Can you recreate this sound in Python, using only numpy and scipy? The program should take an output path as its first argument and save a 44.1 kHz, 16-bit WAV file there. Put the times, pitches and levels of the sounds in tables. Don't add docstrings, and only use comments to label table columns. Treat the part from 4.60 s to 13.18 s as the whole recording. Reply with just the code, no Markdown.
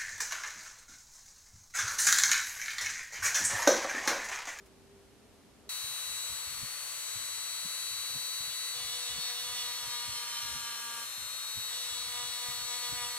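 import sys
import numpy as np
from scipy import signal
from scipy.fft import rfft, irfft
from scipy.io import wavfile

SR = 44100
rng = np.random.default_rng(int(sys.argv[2]) if len(sys.argv) > 2 else 0)


def transcribe(u):
    v = np.clip(np.atleast_2d(u).T, -1, 1)
    q = np.round(v * 32767).astype(np.int16)
    wavfile.write(sys.argv[1], SR, q)


N = 378378
TIME, BINS = np.arange(N) / SR, np.fft.rfftfreq(N, 1 / SR)


def gain_of(db):
    return 10 ** (np.asarray(db) / 20)


def evened(x):
    return x / np.sqrt(np.mean(x ** 2) + 1e-20)


def curve(rows):
    s, *columns = np.transpose(rows)
    return np.array([np.interp(TIME, s, column) for column in columns])


def spectrum(rows):
    hz, *columns = np.transpose(rows)
    return np.array([np.interp(np.log(BINS + 1), np.log(hz), column) for column in columns])


def wander(rate_hz):
    count = int(N / SR * 2 * rate_hz) + 4
    points = signal.resample_poly(rng.standard_normal(count), up=8, down=1)
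    return evened(np.interp(TIME, np.linspace(0, N / SR, len(points)), points))


def held(start, end, rise_s, fall_s):
    rise = (TIME - start) / rise_s
    fall = 1 - (TIME - end) / fall_s
    return np.clip(np.minimum(rise, fall), 0, 1)


# pitch_hz, likeness (0 to 1)
LIKENESS = [(60, 0.69), (350, 0.58), (1300, 0.61), (2200, 0.63), (3600, 0.11), (7000, 0.14), (12000, 0.058)]


def diffuse(gain, lead_ms=0.):
    left, other = rfft(rng.standard_normal((2, N)))
    same = np.clip(spectrum(LIKENESS)[0], 0, 1)
    right = same * left + np.sqrt(1 - same ** 2) * other
    right = right * np.exp(-2j * np.pi * BINS * lead_ms * 1e-3)
    return irfft(np.array([left, right]) * gain, N)


def ring(drive, modes, order=1):
    body = 0
    for hz, width, db in modes:
        detuning = (BINS ** 2 - hz ** 2) / (width * BINS + 1e-9)
        body = body + gain_of(db) / (1 + 1j * detuning) ** order
    return evened(irfft(rfft(drive) * body, N))


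def tone(angle, lag, order):
    phase = np.array([[0], [-lag]]) + rng.uniform(0, 2 * np.pi)
    return np.sqrt(2) * np.cos(order * angle + phase)


FREE_HZ = 246.5
# time_s, speed_hz (turns a second)
SPEED = [(1.1, 245.47), (1.78, 245.77), (2.51, 246.6), (3.06, 246.39), (3.74, 246.48), (4.12, 246.13),
         (4.69, 244.63), (5.3, 241.61), (5.85, 237.34), (6.04, 235.46), (6.43, 233.78), (6.73, 238.9),
         (7.09, 242.56), (7.43, 243.86), (7.8, 243.48), (8.3, 243.66), (8.57, 242.12)]


def shaft():
    speed = curve(SPEED)[0]
    return 2 * np.pi * np.cumsum(speed) / SR, FREE_HZ - speed


# order (multiple of shaft speed), right_re_left_db, sag_db_per_hz, in_wood_db
WHINES = [(16, -2, -0.71, -5), (18, -5, -0.52, -1.25), (32, -7.5, -1.29, -0.7)]
WHINE_LAGS = [1.8, 1.2, 4.3]
# time_s, then level_db of each, in the order of WHINES
AIM = [(1.1, -41.5, -43.5, -47), (1.3, -40.5, -46.5, -50), (1.65, -40.5, -47.5, -39.5),
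       (1.97, -50, -44.5, -45), (2.2, -55, -44.5, -50), (2.5, -45, -47.5, -41.5), (2.85, -43.5, -45, -43),
       (3.3, -40.5, -43, -45.5), (4.1, -40, -42, -45), (5.05, -37.5, -39.5, -43.5), (6.7, -40, -40.5, -36),
       (7.3, -35.5, -41.5, -41), (8.5, -41, -40, -39.0)]


def whines(angle, sag_hz, load, aim_db, shake_db=1.6):
    out = np.zeros((2, N))
    for (order, right_db, sag_db, load_db), level_db, lag in zip(WHINES, aim_db, WHINE_LAGS):
        shake = shake_db * np.array([wander(6), wander(6)])
        whine_db = level_db + sag_db * sag_hz + load * (load_db + shake) + [[0], [right_db]]
        out += gain_of(whine_db) * tone(angle, lag, order)
    return out


# order (multiple of shaft speed), left_db, right_db, right_lag_rad
ORDERS = [(2, -74, -76, -0.1), (8, -59, -58, 1.6), (9, -67, -69, 1.9), (10, -73, -73, 1.6),
          (17, -53, -64, 2.5), (21, -61, -67, 2.5), (24, -50, -55, -3.1), (25, -51, -56, 3.0),
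          (27, -52, -55, 2.7), (31, -59, -64, -1.4), (33, -52, -57, -2.4), (35, -56, -60, -0.4),
          (36, -54, -65, -0.2), (37, -57, -73, -1.8), (38, -60, -71, -2.2), (39, -60, -67, -2.0),
          (40, -52, -63, -0.7), (41, -54, -58, -0.6), (42, -56, -75, -2.0), (45, -63, -73, -1.1),
          (48, -52, -69, 2.8), (49, -60, -72, -2.2), (54, -63, -65, -0.4), (55, -62, -65, -1.2),
          (56, -52, -60, -1.3), (57, -58, -72, -1.0)]
# free_db, sag_db_per_hz, in_wood_db
LOW_TONES = (0.3, -0.47, -3.3)
HIGH_TONES = (-0.5, -0.11, -1.8)


def motor_tones(angle, sag_hz, load, aim_db, pulsing, fade_db=2.0, quiver_db=2, faint_db=-61,
                faint_right_db=-66.5, rolloff_db=-0.35, flex_db=4.5, buzz=1.0, follow=0.2):
    tones = {order: rest for order, *rest in ORDERS}
    loud = {row[0] for row in WHINES}
    for order in sorted(set(range(22, 65)) - loud):
        dull_db = rolloff_db * max(order - 46, 0)
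        lag = rng.uniform(0, 2 * np.pi)
        tones.setdefault(order, (faint_db + dull_db, faint_right_db + dull_db, lag))
    low, high = (gain_of(free_db + sag_db * sag_hz + load_db * load)
                 for free_db, sag_db, load_db in (LOW_TONES, HIGH_TONES))
    beam = gain_of(follow * (aim_db[0] - np.median(aim_db[0])))
    out = np.zeros((2, N))
    for order, (left_db, right_db, lag) in tones.items():
        swell = low if order < 44 else high
        swell = swell * gain_of(fade_db * wander(1.5) + quiver_db * load * wander(6))
        if order == 2:
            swell = swell * gain_of(flex_db * load)
        if 16 < order < 30:
            swell = swell * beam
        if order == 8:
            swell = swell * (1 + buzz * pulsing)
        out += gain_of([[left_db], [right_db]]) * swell * tone(angle, lag, order)
    return out


RIPPLE_HZ = 120


def motor(angle, sag_hz, load, ripple_rad=.005, bearing_db=-59):
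    pulsing = np.cos(2 * np.pi * RIPPLE_HZ * TIME)
    angle = angle + ripple_rad * pulsing
    aim_db = curve(AIM)
    out = whines(angle, sag_hz, load, aim_db)
    out += motor_tones(angle, sag_hz, load, aim_db, pulsing)
    out += gain_of(bearing_db) * tone(angle, 2.7, order=16.3)
    return out + gain_of([[-74], [-68]]) * pulsing


# pitch_hz, left_db_per_hz, right_db_per_hz
AIR = [(30, -108, -108), (100, -100, -113.5), (330, -100, -100), (576, -88.5, -89.5), (690, -90, -95),
       (1170, -81.5, -80.5), (1880, -85, -86), (2740, -83.5, -80), (4320, -78.5, -91), (4800, -87, -88),
       (5940, -79, -83), (8100, -80, -80), (8700, -74.5, -90), (11330, -84, -85.5), (15400, -96, -102)]


def air(angle, load, split_hz=5000, flutter=0.057, rush_db=0.14, hiss_db=-4.5, sanding_db=2.0, drift_db=0.6):
    density = gain_of(spectrum(AIR)) * np.sqrt(SR / 2)
    upper = 1 / (1 + (split_hz / (BINS + 1)) ** 8)
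    rush = diffuse(density * np.sqrt(1 - upper), lead_ms=0.063) * gain_of(rush_db)
    hiss = diffuse(density * np.sqrt(upper), lead_ms=0.039)
    hiss = hiss * gain_of(hiss_db + sanding_db * load + drift_db * wander(3))
    return (rush + hiss) * (1 + flutter * np.cos(angle))


# start_s, end_s, first_drone_db, last_drone_db, chatter_db
CUTS = [(3.875, 3.92, -70, -70, -43.5), (4.105, 6.43, -55.5, -49, -45.5), (7.064, 7.362, -58, -57.5, -44.5),
        (7.353, 8.6, -54, -50.5, -47)]
# middle_s, length_s, extra_drone_db, extra_chatter_db (both at the middle)
PUSHES = [(4.33, 0.1, 2, 2.5), (4.49, 0.09, 2.5, 3), (4.647, 0.19, 1, 4.5), (4.83, 0.18, 0, 3.5),
          (4.986, 0.16, -0.5, 6.5), (5.34, 0.53, 1.5, 2), (5.56, 0.13, -1.5, 4), (5.82, 0.45, -0.5, 4.5),
          (6.133, 0.34, 0, 2), (6.347, 0.16, 2, -1.5), (7.602, 0.16, 6.5, 4.5), (7.86, 0.2, 5, 2.5),
          (8.13, 0.12, 3.5, 3), (8.25, 0.087, 4.5, 5), (8.425, 0.24, 6.5, 3.5)]
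ENTER_S, LIFT_S = 0.062, 0.047


def pressure():
    contact, drone, chatter = np.zeros((3, N))
    for start, end, first_db, last_db, chatter_db in CUTS:
        touch = held(start, end, ENTER_S, LIFT_S)
        contact += touch
        drone += touch * gain_of(np.interp(TIME, [start, end], [first_db, last_db]))
        chatter += touch * gain_of(chatter_db)
    for middle, length, drone_db, chatter_db in PUSHES:
        near = abs(TIME - middle) < length / 2
        arch = np.cos(np.pi * (TIME[near] - middle) / length)
        drone[near] *= gain_of(drone_db * arch)
        chatter[near] *= gain_of(chatter_db * arch)
    return contact, drone, chatter


def strikes(angle, slip, uneven_db):
    turns = angle / (2 * np.pi) + slip
    at = np.flatnonzero(np.diff(np.floor(turns)) > 0)
    late = (np.ceil(turns[at]) - turns[at]) / (turns[at + 1] - turns[at])
    force = gain_of(uneven_db * rng.standard_normal(len(at)))
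    blows = np.zeros(N)
    blows[at], blows[at + 1] = force * (1 - late), force * late
    return blows


# time_s, place (0 on the face of the block to 1 at its edge)
PLACE = [(4.8, 0.025), (5.2, 0.49), (5.65, 0.76), (5.8, 0.98), (6.45, 0.97), (7.0, 0.03), (7.4, 0.3)]
# pitch_hz, width_hz, relative level_db
BLOCK_FACE = [(495, 106, -7), (734.3, 41, -4), (965, 42, -2), (1200, 100, -6.5), (1724, 210, -2),
              (1963, 270, 0.5), (2200, 310, -1)]
BLOCK_EDGE = [(235, 40, -19), (460.2, 27.5, -13.5), (703, 65, -15.5), (962.5, 60, -1), (1178, 164, 0),
              (1415, 69, -3.5), (1642, 150, 0)]
# pitch_hz, width_hz, relative level_db
BIT_FACE = [(2947, 340, -5), (3413, 260, -0.5), (3730, 430, 0), (4165, 430, -10), (5500, 640, -6.5),
            (6700, 1300, -40), (9140, 630, -8)]
BIT_EDGE = [(2410, 500, -6.5), (3188, 380, 2), (3560, 820, -2.5), (4020, 390, -3.5), (5680, 620, -1.5),
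            (6300, 2500, -9), (8850, 570, -7.5)]


def cut(angle, drone_gain, chatter_gain, tremor_db=0.96, second_flute=0.6, dust=0.11):
    edge = np.clip(curve(PLACE)[0], 0, 1)
    face, edge = np.sqrt(1 - edge), np.sqrt(edge)
    knocks = strikes(angle, 0.014 * wander(8), uneven_db=0.6)
    drone = face * ring(knocks, BLOCK_FACE, order=2) + edge * ring(knocks, BLOCK_EDGE, order=2)
    drone *= drone_gain * gain_of(tremor_db * wander(10))
    blows = strikes(angle, .009 * wander(7) + .0015 * wander(90), uneven_db=2.)
    grazes = strikes(angle, .45 + .025 * wander(6), uneven_db=3.)
    blows += second_flute * grazes
    turn_phase = angle / (2 * np.pi) % 1
    tearing = rng.standard_normal(N) * np.exp(-turn_phase / 0.33)
    drive = evened(blows) + dust * evened(tearing)
    chatter = face * ring(drive, BIT_FACE, order=2) + edge * ring(drive, BIT_EDGE, order=2)
    chatter *= chatter_gain
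    shaded = signal.lfilter([.7, .3], 1, np.roll(chatter, 3))
    return gain_of([[-1.], [0.]]) * drone + gain_of([[0.], [1.]]) * np.array([chatter, shaded])


# start_s, peak_db, pitch_hz
BUMPS = [(2.026, -42, 125), (2.556, -52, 109), (3.048, -44.5, 174), (3.552, -43.5, 133),
         (4.577, -45.5, 158), (5.271, -52, 119), (5.479, -45.5, 121), (5.952, -46, 134), (6.97, -45, 106),
         (7.885, -47, 118), (8.321, -42, 137)]
# start_s, length_s, level_db
SHIFTS = [(1.22, 0.1, -63), (1.456, 0.11, -64), (1.691, 0.054, -59), (1.85, 0.19, -60.5),
          (2.545, 0.065, -60), (2.655, 0.12, -68), (3.283, 0.097, -66), (3.487, 0.092, -61),
          (3.793, 0.095, -62), (4.15, 0.2, -63), (4.487, 0.1, -58), (4.81, 0.26, -64.5), (5.21, 0.067, -64),
          (5.45, 0.078, -61), (5.82, 0.19, -60), (6.567, 0.072, -61), (6.947, 0.051, -61), (7.3, 0.4, -65),
          (7.85, 0.2, -63), (8.28, 0.18, -60.5)]
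SHIFT_RISE_S, SHIFT_FALL_S, RESTING_DB = 0.012, 0.052, -75


def bench(rise_s=0.0061, left_lag_ms=0.85, left_db=-9, right_db=4, rumble_db=-2.0):
    thuds, t = np.zeros(N), np.arange(SR // 5) / SR
    for start, db, hz in BUMPS:
        cycle = 2 * np.pi * hz * t
        swing = np.sin(cycle) + 0.45 * np.sin(rng.uniform(1.45, 2.12) * cycle) + 0.29 * np.sin(cycle / 2)
        thud = swing * t / rise_s * np.exp(-t / rise_s)
        part = thuds[round(start * SR):][:len(t)]
        part += (gain_of(db) * thud / abs(thud).max())[:len(part)]
    # pitch_hz, relative level_db
    dull = [(20, -28), (55, 2), (130, -2.0), (200, -8.5), (400, -20.5), (2000, -72)]
    rumble = evened(diffuse(gain_of(spectrum(dull))))
    shifting = sum(gain_of(db) * held(start, start + length, SHIFT_RISE_S, SHIFT_FALL_S)
                   for start, length, db in SHIFTS)
    rumble *= (gain_of(RESTING_DB) + shifting) * gain_of(rumble_db + 2.05 * wander(15))
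    left, right = thuds + rumble
    left = np.interp(TIME - left_lag_ms * 1e-3, TIME, left)
    return np.array([left, right]) * gain_of([[left_db], [right_db]])


# pitch_hz, relative level_db_per_hz
ROOM_TONE = [(20, -28), (60, -6.5), (100, -8), (160, -13.5), (230, -6), (330, -12), (460, -13.5),
             (620, -16), (900, -20), (2000, -25.5), (4000, -26.5), (12000, -32), (13500, -42), (15500, -52)]
ROOM_DB = -59.5
HUM_HZ, HUM_RISE_HZ_PER_S, HUM_DB = 386, 21, -67
# start_s, level_db (at the envelope's peak), pitch_hz, width_hz
TOUCHES = [(0.055, -63.5, 2500, 7000), (1.045, -63, 590, 160)]


def workshop(touch_s=0.0078, waver_hz=7, waver_db=4.5):
    out = gain_of(ROOM_DB) * evened(diffuse(gain_of(spectrum(ROOM_TONE))))
    hum_db = HUM_DB + waver_db * wander(5.8)
    hum_hz = HUM_HZ + HUM_RISE_HZ_PER_S * TIME + waver_hz * wander(14)
    out += gain_of(hum_db) * evened(np.sin(2 * np.pi * np.cumsum(hum_hz) / SR))
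    for start, db, hz, width in TOUCHES:
        age = np.maximum(TIME - start, 0) / touch_s
        brush = ring(rng.standard_normal(N), [(hz, width, 0)])
        out += gain_of(db) * age * np.exp(1 - age) * brush
    return out


START_S = 1.0905


def scene():
    angle, sag_hz = shaft()
    load, drone_gain, chatter_gain = pressure()
    tool = motor(angle, sag_hz, load) + air(angle, load) + cut(angle, drone_gain, chatter_gain)
    running = np.clip((TIME - START_S) / .002, 0, 1)
    return (1 - running) * workshop() + running * (tool + bench())


EDGE_HZ = 15750


def record(dry):
    lowpass = signal.firwin(511, EDGE_HZ, window=("kaiser", 9), fs=SR)
    return signal.oaconvolve(dry, lowpass[None], "same")


dry = scene()
out = record(dry)
transcribe(out)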